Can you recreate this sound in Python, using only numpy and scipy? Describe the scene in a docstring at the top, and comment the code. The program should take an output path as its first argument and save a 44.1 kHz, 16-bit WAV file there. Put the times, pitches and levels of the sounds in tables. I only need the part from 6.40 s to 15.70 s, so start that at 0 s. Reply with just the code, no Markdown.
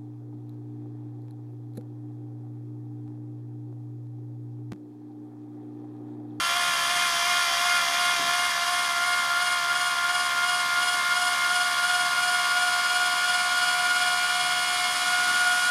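"""First comes the wavering whine of a small DC gearmotor, as a ten-tooth gear turns a wheel four times
its size. It drives the screw of a milling table on a wooden bench. The screw binds (sticks) once a turn,
so the speed sags in waves that fade as the slide frees up. The motor's spinning rotor growls and buzzes,
high gear tones pulse, teeth rattle and brushes hiss over a low rumble and two soft knocks.
The listener starts beside the gearbox and moves to the front of the table."""
import sys
import numpy as np
from scipy import signal
from scipy.fft import rfft, irfft, next_fast_len
from scipy.io import wavfile
from scipy.ndimage import uniform_filter1d

SR = 44100
rng = np.random.default_rng(int(sys.argv[2]) if len(sys.argv) > 2 else 0)


def int16_out(signal):
    """Quantize to a 16-bit WAV file."""
    q = np.round(np.clip(np.atleast_2d(signal).T, -1, 1) * 32767)
    wavfile.write(sys.argv[1], SR, q.astype(np.int16))


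N = 410130
TIME = np.arange(N) / SR
TEETH, WHEEL_TEETH = 10, 40  # on the small gear and on the wheel
SCREW_RATIO = 25  # rotor turns for one turn of the screw


# The tone of teeth meeting, its octave (the loudest) and the tone at three times its pitch.
# Each: t/s, level/dB, swell depth/0-1, screw angle at the top of the swell/turns
TOOTH_TONE = [(0, -42, 0.6, 0.74), (.15, -37.5, 0.3, 0.51), (1.5, -34.5, 0.2, 0.5),
              (3.3, -37.5, 0.22, 0.51), (4.6, -36, 0.36, 0.68), (5.7, -33.5, 0.3, 0.66),
              (8.2, -34, 0.18, 0.85), (9.3, -35, 0.37, 0.78)]
OCTAVE_TONE = [(0, -31, 0.2, 0.86), (.5, -35, .14, 0.75), (1.4, -30, 0.7, 0.74), (2.3, -35, 0.1, 0.41),
               (2.65, -28.5, 0.1, 0.51), (4, -29, 0.27, 0.31), (5.5, -27.5, 0.2, 0.51),
               (6.8, -27, 0.2, 0.6), (7.7, -27, 0.15, .25), (8.55, -36, 0.16, 0.44),
               (8.75, -25.5, 0.07, 0.86), (9.3, -23.5, 0.26, 0.6)]
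TRIPLE_TONE = [(0, -38.5, 0.2, 0.78), (1.4, -34, 0.16, 0.73), (2.2, -38, 0.16, 0.97), (2.7, -34.5, 0.1, 1),
               (3.6, -38.5, 0.15, 0.26), (5, -36.5, 0.1, 0.074), (6.7, -40.5, 0.3, -0.018),
               (8.5, -34, 0, -0.00055), (9.3, -41.5, 0.3, 0.077)]
# A brief dip of the tooth tone in each screw turn: t/s, depth/dB, screw angle/turns
TOOTH_DIPS = [(0, 2, -.05), (2.2, 3, -.12), (3.6, 2, -.02), (4.6, 7, .04), (5, 7, .04), (5.7, 5, .2),
              (6.6, 5, .3), (8, 0, .3)]
def whine(turns, wheel, screw, speed_hz, flutter):
    """Meeting teeth whine; the wheel runs out of true and presses them together once a turn."""
    mesh = TEETH * turns
    wobble = .43 * cycle(wheel) + .22 * cycle(2 * wheel, lead=-.16) + .07 * cycle(3 * wheel, lead=-.2)
    grouping = .21 * cycle(wheel + screw, lead=.45) + .11 * cycle(wheel - screw, lead=.22)
    press = flutter * (wobble + binding() * grouping)
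    slip = flutter * (.015 * cycle(wheel, lead=.25) + .061 * walk(73))
    tooth = unit(cycle(mesh + .12 * slip) * (1 + .15 * cycle(wheel) + .11 * walk(24)))
    octave = unit(cycle(2 * mesh + slip, lead=.25) * (1 + press + .15 * flutter * walk(55)))
    triple = unit(cycle(3 * mesh + slip) * (1 + .26 * walk(40)))
    depth_db, dip_at = curves(TOOTH_DIPS)
    from_dip = (screw - dip_at + .5) % 1 - .5
    dip_db = -depth_db * np.exp(-(from_dip / .08) ** 2)
    standing_wave_db = 4 * np.exp(-((speed_hz - 70.8) / .25) ** 2) - 1.3
    return (tooth * swell(TOOTH_TONE, screw, ripple_db=.74, ripple_at=.53) * undb(dip_db)
            + octave * swell(OCTAVE_TONE, screw, ripple_db=1.44, ripple_at=.27)
            + triple * swell(TRIPLE_TONE, screw, ripple_db=.5, ripple_at=.3) * undb(standing_wave_db))


def swell(table, screw, ripple_db, ripple_at):
    """A tone grows and fades once per screw turn, with two extra ripples while the screw binds."""
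    db, depth, crest = curves(table)
    _, swing_hz = curves(ROTOR_SPEED)
    ripple = np.sqrt(swing_hz / swing_hz.max()) * cycle(2 * (screw - ripple_at))
    rise_and_fall = np.sqrt(1 + 2 * depth / (1 + depth ** 2) * cycle(screw - crest))
    return undb(db + ripple_db * ripple) * rise_and_fall


# How fast the rotor spins: t/s, middle speed/Hz, swing in each screw turn/Hz
ROTOR_SPEED = [(0.0, 69.77, 1.23), (1.0, 69.99, 1.21), (2.3, 70.37, 0.97), (4.0, 70.94, 0.79),
               (5.5, 71.39, 0.53), (7.0, 71.69, 0.18), (8.0, 71.86, 0.08), (9.3, 72.0, 0.0)]
# How easily the screw moves: screw angle/turns, share of the swing (-1 binding, 1 free)
SCREW_EASE = [(0.07, -0.83), (0.33, -0.4), (0.49, 1.0), (0.6, 0.45), (0.79, 0.58), (0.97, -0.6)]
def shafts():
    """Rotor speed, rotor turns and screw turns: the same tight spot slows each turn of the screw."""
    middle_hz, swing_hz = curves(ROTOR_SPEED)
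    screw = np.cumsum(middle_hz) / SR / SCREW_RATIO
    speed_hz = middle_hz + swing_hz * np.interp(screw, *np.transpose(SCREW_EASE), period=1)
    return speed_hz, np.cumsum(speed_hz) / SR, screw


def binding():
    """How much the screw still binds: 1 at first, 0 once the slide is free."""
    _, swing_hz = curves(ROTOR_SPEED)
    return np.minimum(swing_hz / .6, 1)


# Six rotor speeds; standing waves favour each tone below at one pitch: speed/Hz
KNOCK_SPEEDS = [69.2, 70.1, 70.8, 71.3, 71.7, 72]
# A growl, and a lighter clack earlier in the turn: multiple of rotor speed, level/dB at each speed
GROWL_TONES = [(13, -52.5, -51.0, -51.0, -51.0, -55.0, -51.0),
               (14, -48.5, -47.0, -45.0, -44.0, -42.5, -44.0),
               (15, -36.5, -35.0, -33.5, -35.0, -38.5, -41.0),
               (16, -40.0, -39.5, -37.5, -36.5, -39.0, -40.0),
               (17, -43.0, -42.5, -41.0, -42.0, -47.0, -45.5),
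               (18, -44.0, -48.0, -50.5, -52.0, -48.0, -48.0)]
CLACK_TONES = [(22, -47.0, -47.0, -46.0, -45.0, -49.0, -48.0),
               (23, -52.5, -50.5, -48.5, -50.0, -54.0, -55.0),
               (24, -44.5, -43.5, -41.5, -45.0, -45.5, -47.5),
               (25, -39.5, -39.0, -40.5, -44.0, -42.5, -44.5),
               (26, -51.0, -49.5, -46.0, -46.5, -52.0, -48.5)]
def rotor_knock(table, turns, speed_hz, at_turns, smear_turns, level_db):
    """One knock per rotor turn: neighbouring tones line up at one angle and spread into a chirp."""
    angle = turns - at_turns + .0015 * walk(60)
    centre = np.mean(np.transpose(table)[0])
    out = 0
    for multiple, *db in table:
        tone = cycle(round(multiple) * angle, smear_turns * (multiple - centre) ** 2)
        out += tone * undb(np.interp(speed_hz, KNOCK_SPEEDS, db) + 1.1 * walk(30))
    return np.sqrt(2) * out * undb(level_db + .36 * walk(70))


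# High gear tones: multiple of rotor speed, level/dB beside the gearbox, halfway and in front,
# pulse size/dB, pulse head start/wheel turns, how strongly the tone follows the screw's swell
SINGING_TONES = [(40, -42, -44.5, -38.5, 4.0, .05, 1.9), (46, -43, -43.5, -38.5, 1.5, .08, 1.8),
                 (60, -53, -48.5, -42.5, 3.8, .05, .9), (71, -51, -51, -44, 6.0, .13, 1.8),
                 (95, -45.5, -51, -47, 1.0, .1, 1.6)]
def singing(turns, wheel, swell_db, place):
    """High gear tones pulse together once per wheel turn, more gently as the slide frees up."""
    strength = .45 + .55 * binding()
    slack = .0005 * walk(70)
    shared_db = .7 * walk(40)
    out = 0
    for multiple, *place_db, pulse_db, lead, follow in SINGING_TONES:
        pulse = cycle(wheel, lead) + .45 * cycle(2 * wheel, lead=.25)
        db = np.interp(place, [0, .5, 1], place_db) + shared_db + walk(45)
        db += strength * (follow * swell_db + (pulse_db + .5 * np.tanh(swell_db)) * pulse)
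        out += undb(db) * cycle(multiple * (turns + slack), rng.random())
    return np.sqrt(2) * out


# Weaker tones: multiple of rotor speed, level/dB beside the gearbox, level/dB in front
WEAK_TONES = [(6, -65, -64), (8, -56, -60), (9, -60, -57), (11, -50, -52), (12, -56, -55), (19, -48, -47),
              (27, -51, -57), (28, -49, -52), (29, -52, -51), (31, -49, -56), (32, -50, -46),
              (33, -55, -43), (34, -40.5, -56), (35, -43, -56), (39, -50, -68), (41, -52, -53),
              (42, -56, -49), (45, -40, -55), (47, -47, -51), (48, -51, -49), (49, -48, -54),
              (50, -46, -52), (55, -48, -47), (62, -54, -55), (65, -50, -51), (70, -50, -51),
              (72, -54, -54)]
def overtones(turns, speed_hz, chatter_db, place, lift_db=.5, halfway_db=-3, echo_s=.014):
    """Uneven teeth and motor contacts add tones; slack between the teeth blurs the high ones."""
    slack = .0005 * walk(70)
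    distance_db = halfway_db * np.sin(np.pi * place)  # the listener is furthest away halfway round
    out = 0
    for multiple, beside_db, front_db in WEAK_TONES:
        # an echo off the bench strengthens or weakens each tone as its pitch slides
        echo_db = 2.8 * cycle(multiple * speed_hz * echo_s, rng.random())
        db = beside_db + (front_db - beside_db) * place + 2.5 * walk(30)
        db += echo_db - np.mean(echo_db)
        db += min(multiple / 28, 1.5) * (chatter_db + distance_db) + min(multiple / 50, 1.3) * lift_db
        out += undb(db) * cycle(multiple * (turns + slack), rng.random())
    return np.sqrt(2) * out


# Screeching tones: multiple of rotor speed, level/dB beside the gearbox, partway round and in front
SCREECH_TONES = [(98, -57, -49, -52), (101, -58, -56, -57), (105, -60, -54, -53), (111, -53, -56, -54),
                 (125, -49, -50, -49), (128, -52, -55, -54), (131, -54, -50, -46), (133, -57, -55, -54),
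                 (135, -50, -52, -62), (137, -53, -58, -56), (139, -53, -52, -51), (145, -57, -57, -52)]
def screech(turns, wheel, screw, place, drop_db=7):
    """Thin metallic tones rise while the screw runs free and fall back when it binds."""
    free = np.interp(screw, [.4, .48, .88, .98], [0, 1, 1, 0], period=1)
    slack = .0004 * walk(70)
    shared_db = -drop_db * binding() * (1 - free) + 1.7 * cycle(wheel, lead=.1)
    out = 0
    for multiple, *place_db in SCREECH_TONES:
        db = np.interp(place, [0, .65, 1], place_db) + shared_db + 2 * walk(35)
        out += undb(db) * cycle(multiple * (turns + slack), rng.random())
    return np.sqrt(2) * out


def bearing_buzz(turns, place, decay_turns=.22):
    """Once a turn the rotor scrapes in its bearing and rings the case, brighter beside the gearbox."""
    def scrape(at_turns):
        return rng.standard_normal(N) * np.exp(-((turns - at_turns) % 1) / decay_turns)
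    lower = unit(band(scrape(at_turns=.86), low_hz=3120, high_hz=3560))
    upper = unit(band(scrape(at_turns=.58), low_hz=4400, high_hz=4900))
    return lower * undb(-37.5 - 4.5 * np.sqrt(place)) + upper * undb(-43 - 8.5 * place)


def rattle(turns, tooth_db=1.5, scatter_db=1.5, jitter_s=.000018):
    """Each tooth lands with a bright click of its own force and timing, so the pattern repeats."""
    hit = np.arange(int(turns[-1] * TEETH))
    tooth = hit % TEETH
    seat = rng.standard_normal(TEETH)
    force = unit(rng.standard_normal(TEETH))
    jitter, scatter = rng.standard_normal((2, len(hit)))
    at_s = np.interp((hit + .2 * seat[tooth]) / TEETH, turns, TIME) + jitter_s * jitter
    size = undb(tooth_db * force[tooth] + scatter_db * scatter)
    clicks = np.bincount(np.clip(np.round(at_s * SR), 0, N - 1).astype(int), size, N)
    clicks = signal.sosfilt(signal.butter(2, 5200, "high", fs=SR, output="sos"), clicks)
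    return unit(ring(clicks, fade_s=.013, tail_db=33))


# Changes in the machine's noise: t/s, rattle/dB, hiss/dB, swell in each screw turn/dB
NOISE_LEVELS = [(0, -3.5, -0.5, -1), (.6, -2.5, 1, 0.5), (1.5, -2.5, -1, 1), (2.2, -2.5, -0.5, 1.5),
                (2.9, -2.5, -1.5, 1), (3.6, -3, -1.5, 2), (4.4, -1.4, 0.5, 2.5), (5.2, -0.7, 2.5, 1.5),
                (6.3, 1.5, 1, 0.6), (7.3, 2.5, 0.5, 1.9), (8.2, 2.5, 1.5, 0.5), (8.8, 2, 2, 0.5),
                (9.3, 1, 4, -0.5)]
# Tone colour of the gearbox shell: f/Hz, level/dB per Hz beside it, level/dB per Hz in front
HOUSING_COLOUR = [(464, -78, -83), (943, -65.5, -78.5), (1006, -57.5, -64), (1240, -58, -70),
                  (1394, -57, -57.5), (1600, -59.5, -69), (1740, -52.5, -65), (1880, -61.5, -75),
                  (2120, -59.5, -68.5), (2310, -69, -68.5), (2430, -58, -67), (2570, -65.5, -71.5),
                  (2860, -63.5, -69.5), (2900, -61, -66), (3430, -61, -70), (3600, -62, -69),
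                  (3600, -61.5, -70.5), (4460, -67.5, -71), (4440, -60.5, -66.5), (5950, -63.5, -75.5),
                  (6600, -67.5, -75), (6800, -69, -75), (8550, -76.5, -78), (9000, -74, -73),
                  (9900, -71.5, -76), (10800, -76, -81), (12100, -74, -83), (15700, -100, -101)]
# Boost or cut of the metallic part of the noise: t/s, level/dB
METALLIC_BOOST = [(0, -1.5), (.4, -2), (.9, 0.5), (1.4, -1), (2.4, -1), (9.3, -0.5)]
def housing(turns, swell_db, chatter_db, place):
    """Tooth clicks and rubbing motor brushes, coloured by the gearbox and spread by the room."""
    rattle_db, hiss_db, _ = curves(NOISE_LEVELS)
    contact = 1 + .02 * cycle(turns, lead=.42) + .21 * cycle(TEETH * turns)
    rubbing = unit(contact * rng.standard_normal(N))
    rubbing = signal.sosfilt(signal.butter(1, 9000, fs=SR, output="sos"), rubbing)
    shaking = undb(-2.8) * rattle(turns) + undb(-3) * rubbing
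    shaking = undb(.42 * chatter_db) * ring(shaking, fade_s=.2, tail_db=-3.5)
    hz, beside_db, front_db = np.transpose(HOUSING_COLOUR)
    sound = (1 - place) * colour(shaking, hz, beside_db) + place * colour(shaking, hz, front_db)
    sound += (undb(curves(METALLIC_BOOST)[0]) - 1) * band(sound, low_hz=4300, high_hz=7000)
    hiss = band(sound, low_hz=7900, high_hz=11000)  # grows as the screw runs free
    return (sound - hiss) * undb(rattle_db + .016 * swell_db) + hiss * undb(hiss_db + .83 * swell_db)


# Tone colour of the bench and workshop rumble: f/Hz, level/dB per Hz
RUMBLE_COLOUR = [(20, -92), (55, -86), (90, -83), (125, -81.5), (155, -75.5), (185, -80.5), (280, -77),
                 (400, -82), (480, -88), (620, -78), (1500, -105)]
# Knocks on the wood: t/s, level/dB, decay/s
WOOD_KNOCKS = [(1.794, -40.5, 0.067), (8.87, -49.5, 0.12)]
def bench(rumble_db):
    """A low rumble, and two soft knocks on the wood."""
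    rumble = colour(rng.standard_normal(N), *np.transpose(RUMBLE_COLOUR))
    rumble *= undb(rumble_db + .5 * walk(3))
    blows = sum(undb(db) * (TIME > s) * np.exp(-np.abs(TIME - s) / decay)
                for s, db, decay in WOOD_KNOCKS)
    wood_band = signal.butter(2, [170, 360], "band", fs=SR, output="sos")
    return rumble + blows * unit(signal.sosfilt(wood_band, rng.standard_normal(N)))


def undb(db):
    """Turn decibels into a number to multiply by."""
    return np.exp(np.asarray(db) * (np.log(10) / 20))


def curves(table):
    """Join each column of a timed table into a line with one value per sample."""
    s, *columns = np.transpose(table)
    return [np.interp(TIME, s, column) for column in columns]


def unit(x):
    """Scale a sound to an average power of 1."""
    return x / np.sqrt(np.mean(x ** 2))


def walk(rate):
    """A random drift, about 1 in size, that changes course `rate` times a second."""
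    return np.sqrt(3 / 2) * np.interp(TIME * rate, np.arange(4096), rng.standard_normal(4096))


def cycle(turns, lead=0):
    """One smooth swing per turn, with a head start of `lead` turns."""
    return np.cos(2 * np.pi * (turns + lead))


def band(x, low_hz, high_hz):
    """Keep the sound between two frequencies, without delaying it."""
    return signal.sosfiltfilt(signal.butter(2, [low_hz, high_hz], "band", fs=SR, output="sos"), x)


def colour(x, hz, db):
    """Shape an even hiss so that each frequency has its listed level in dB per Hz."""
    size = next_fast_len(N + 4096)
    f = np.maximum(np.arange(size // 2 + 1) * SR / size, 1)
    gain = undb(np.interp(np.log(f), np.log(hz), db)) * np.minimum(f / hz[0], 1) ** 2
    return irfft(rfft(x, size) * gain, size)[:N] * np.sqrt(SR / 2)


def ring(x, fade_s, tail_db):
    """Smear a sound with a tail that falls 60 dB in `fade_s`, keeping its tone colour."""
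    t = TIME[:SR // 2]
    tail = rng.standard_normal(len(t)) * np.exp(-np.log(1000) * t / fade_s)
    response = rfft((t == 0) + undb(tail_db) * tail / np.linalg.norm(tail))
    power = uniform_filter1d(np.abs(response) ** 2, size=max(int(1 / fade_s), 1))
    return signal.fftconvolve(x, irfft(response / np.sqrt(power))[:SR // 4])[:N]


# The listener's path: t/s, place (0 beside the gearbox, 1 in front), flutter/0-1, rumble boost/dB
LISTENER_PATH = [(0, 0.066, 0.3, 1.5), (1.6, 0.016, 0.25, 0.5), (2.8, 0.59, 0.47, -1), (5, 0.71, 0.57, -1),
                 (6.5, 0.94, 0.48, -1), (7.6, 1, 0.6, -0.5), (8.3, 1, 0.1, 2), (8.8, 0.84, 0.17, 1.5),
                 (9.3, 0.84, 0.25, 0.5)]
def scene():
    """The turning rotor drives every part of the machine; both ears get the same sound."""
    speed_hz, turns, screw = shafts()
    wheel = turns * TEETH / WHEEL_TEETH
    place, flutter, rumble_db = curves(LISTENER_PATH)
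    swell_db = curves(NOISE_LEVELS)[-1] * cycle(screw, lead=.41)
    # the teeth chatter once a wheel turn, hardest while the load is off them
    chatter = cycle(wheel, lead=.11) + .55 * cycle(2 * wheel, lead=.19)
    chatter_db = flutter * (1.15 + .3 * swell_db) * chatter
    sound = whine(turns, wheel, screw, speed_hz, flutter * (1.12 + .084 * swell_db))
    sound += rotor_knock(GROWL_TONES, turns, speed_hz, at_turns=.68, smear_turns=.06, level_db=-.5)
    sound += rotor_knock(CLACK_TONES, turns, speed_hz, at_turns=.45, smear_turns=.04, level_db=-1.2)
    sound += overtones(turns, speed_hz, .35 * chatter_db + .12 * swell_db, place)
    sound += singing(turns, wheel, swell_db, place)
    sound += screech(turns, wheel, screw, place)
    sound += bearing_buzz(turns, place) * undb(.23 * chatter_db)
    sound += housing(turns, swell_db, chatter_db, place)
    sound += bench(rumble_db)
    return np.array([sound, sound])


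def record(dry):
    """Cut away the highest treble, above 15700 Hz."""
    return signal.sosfilt(signal.ellip(10, .2, 80, 15700, fs=SR, output="sos"), dry)


dry = scene()
out = record(dry)
int16_out(out)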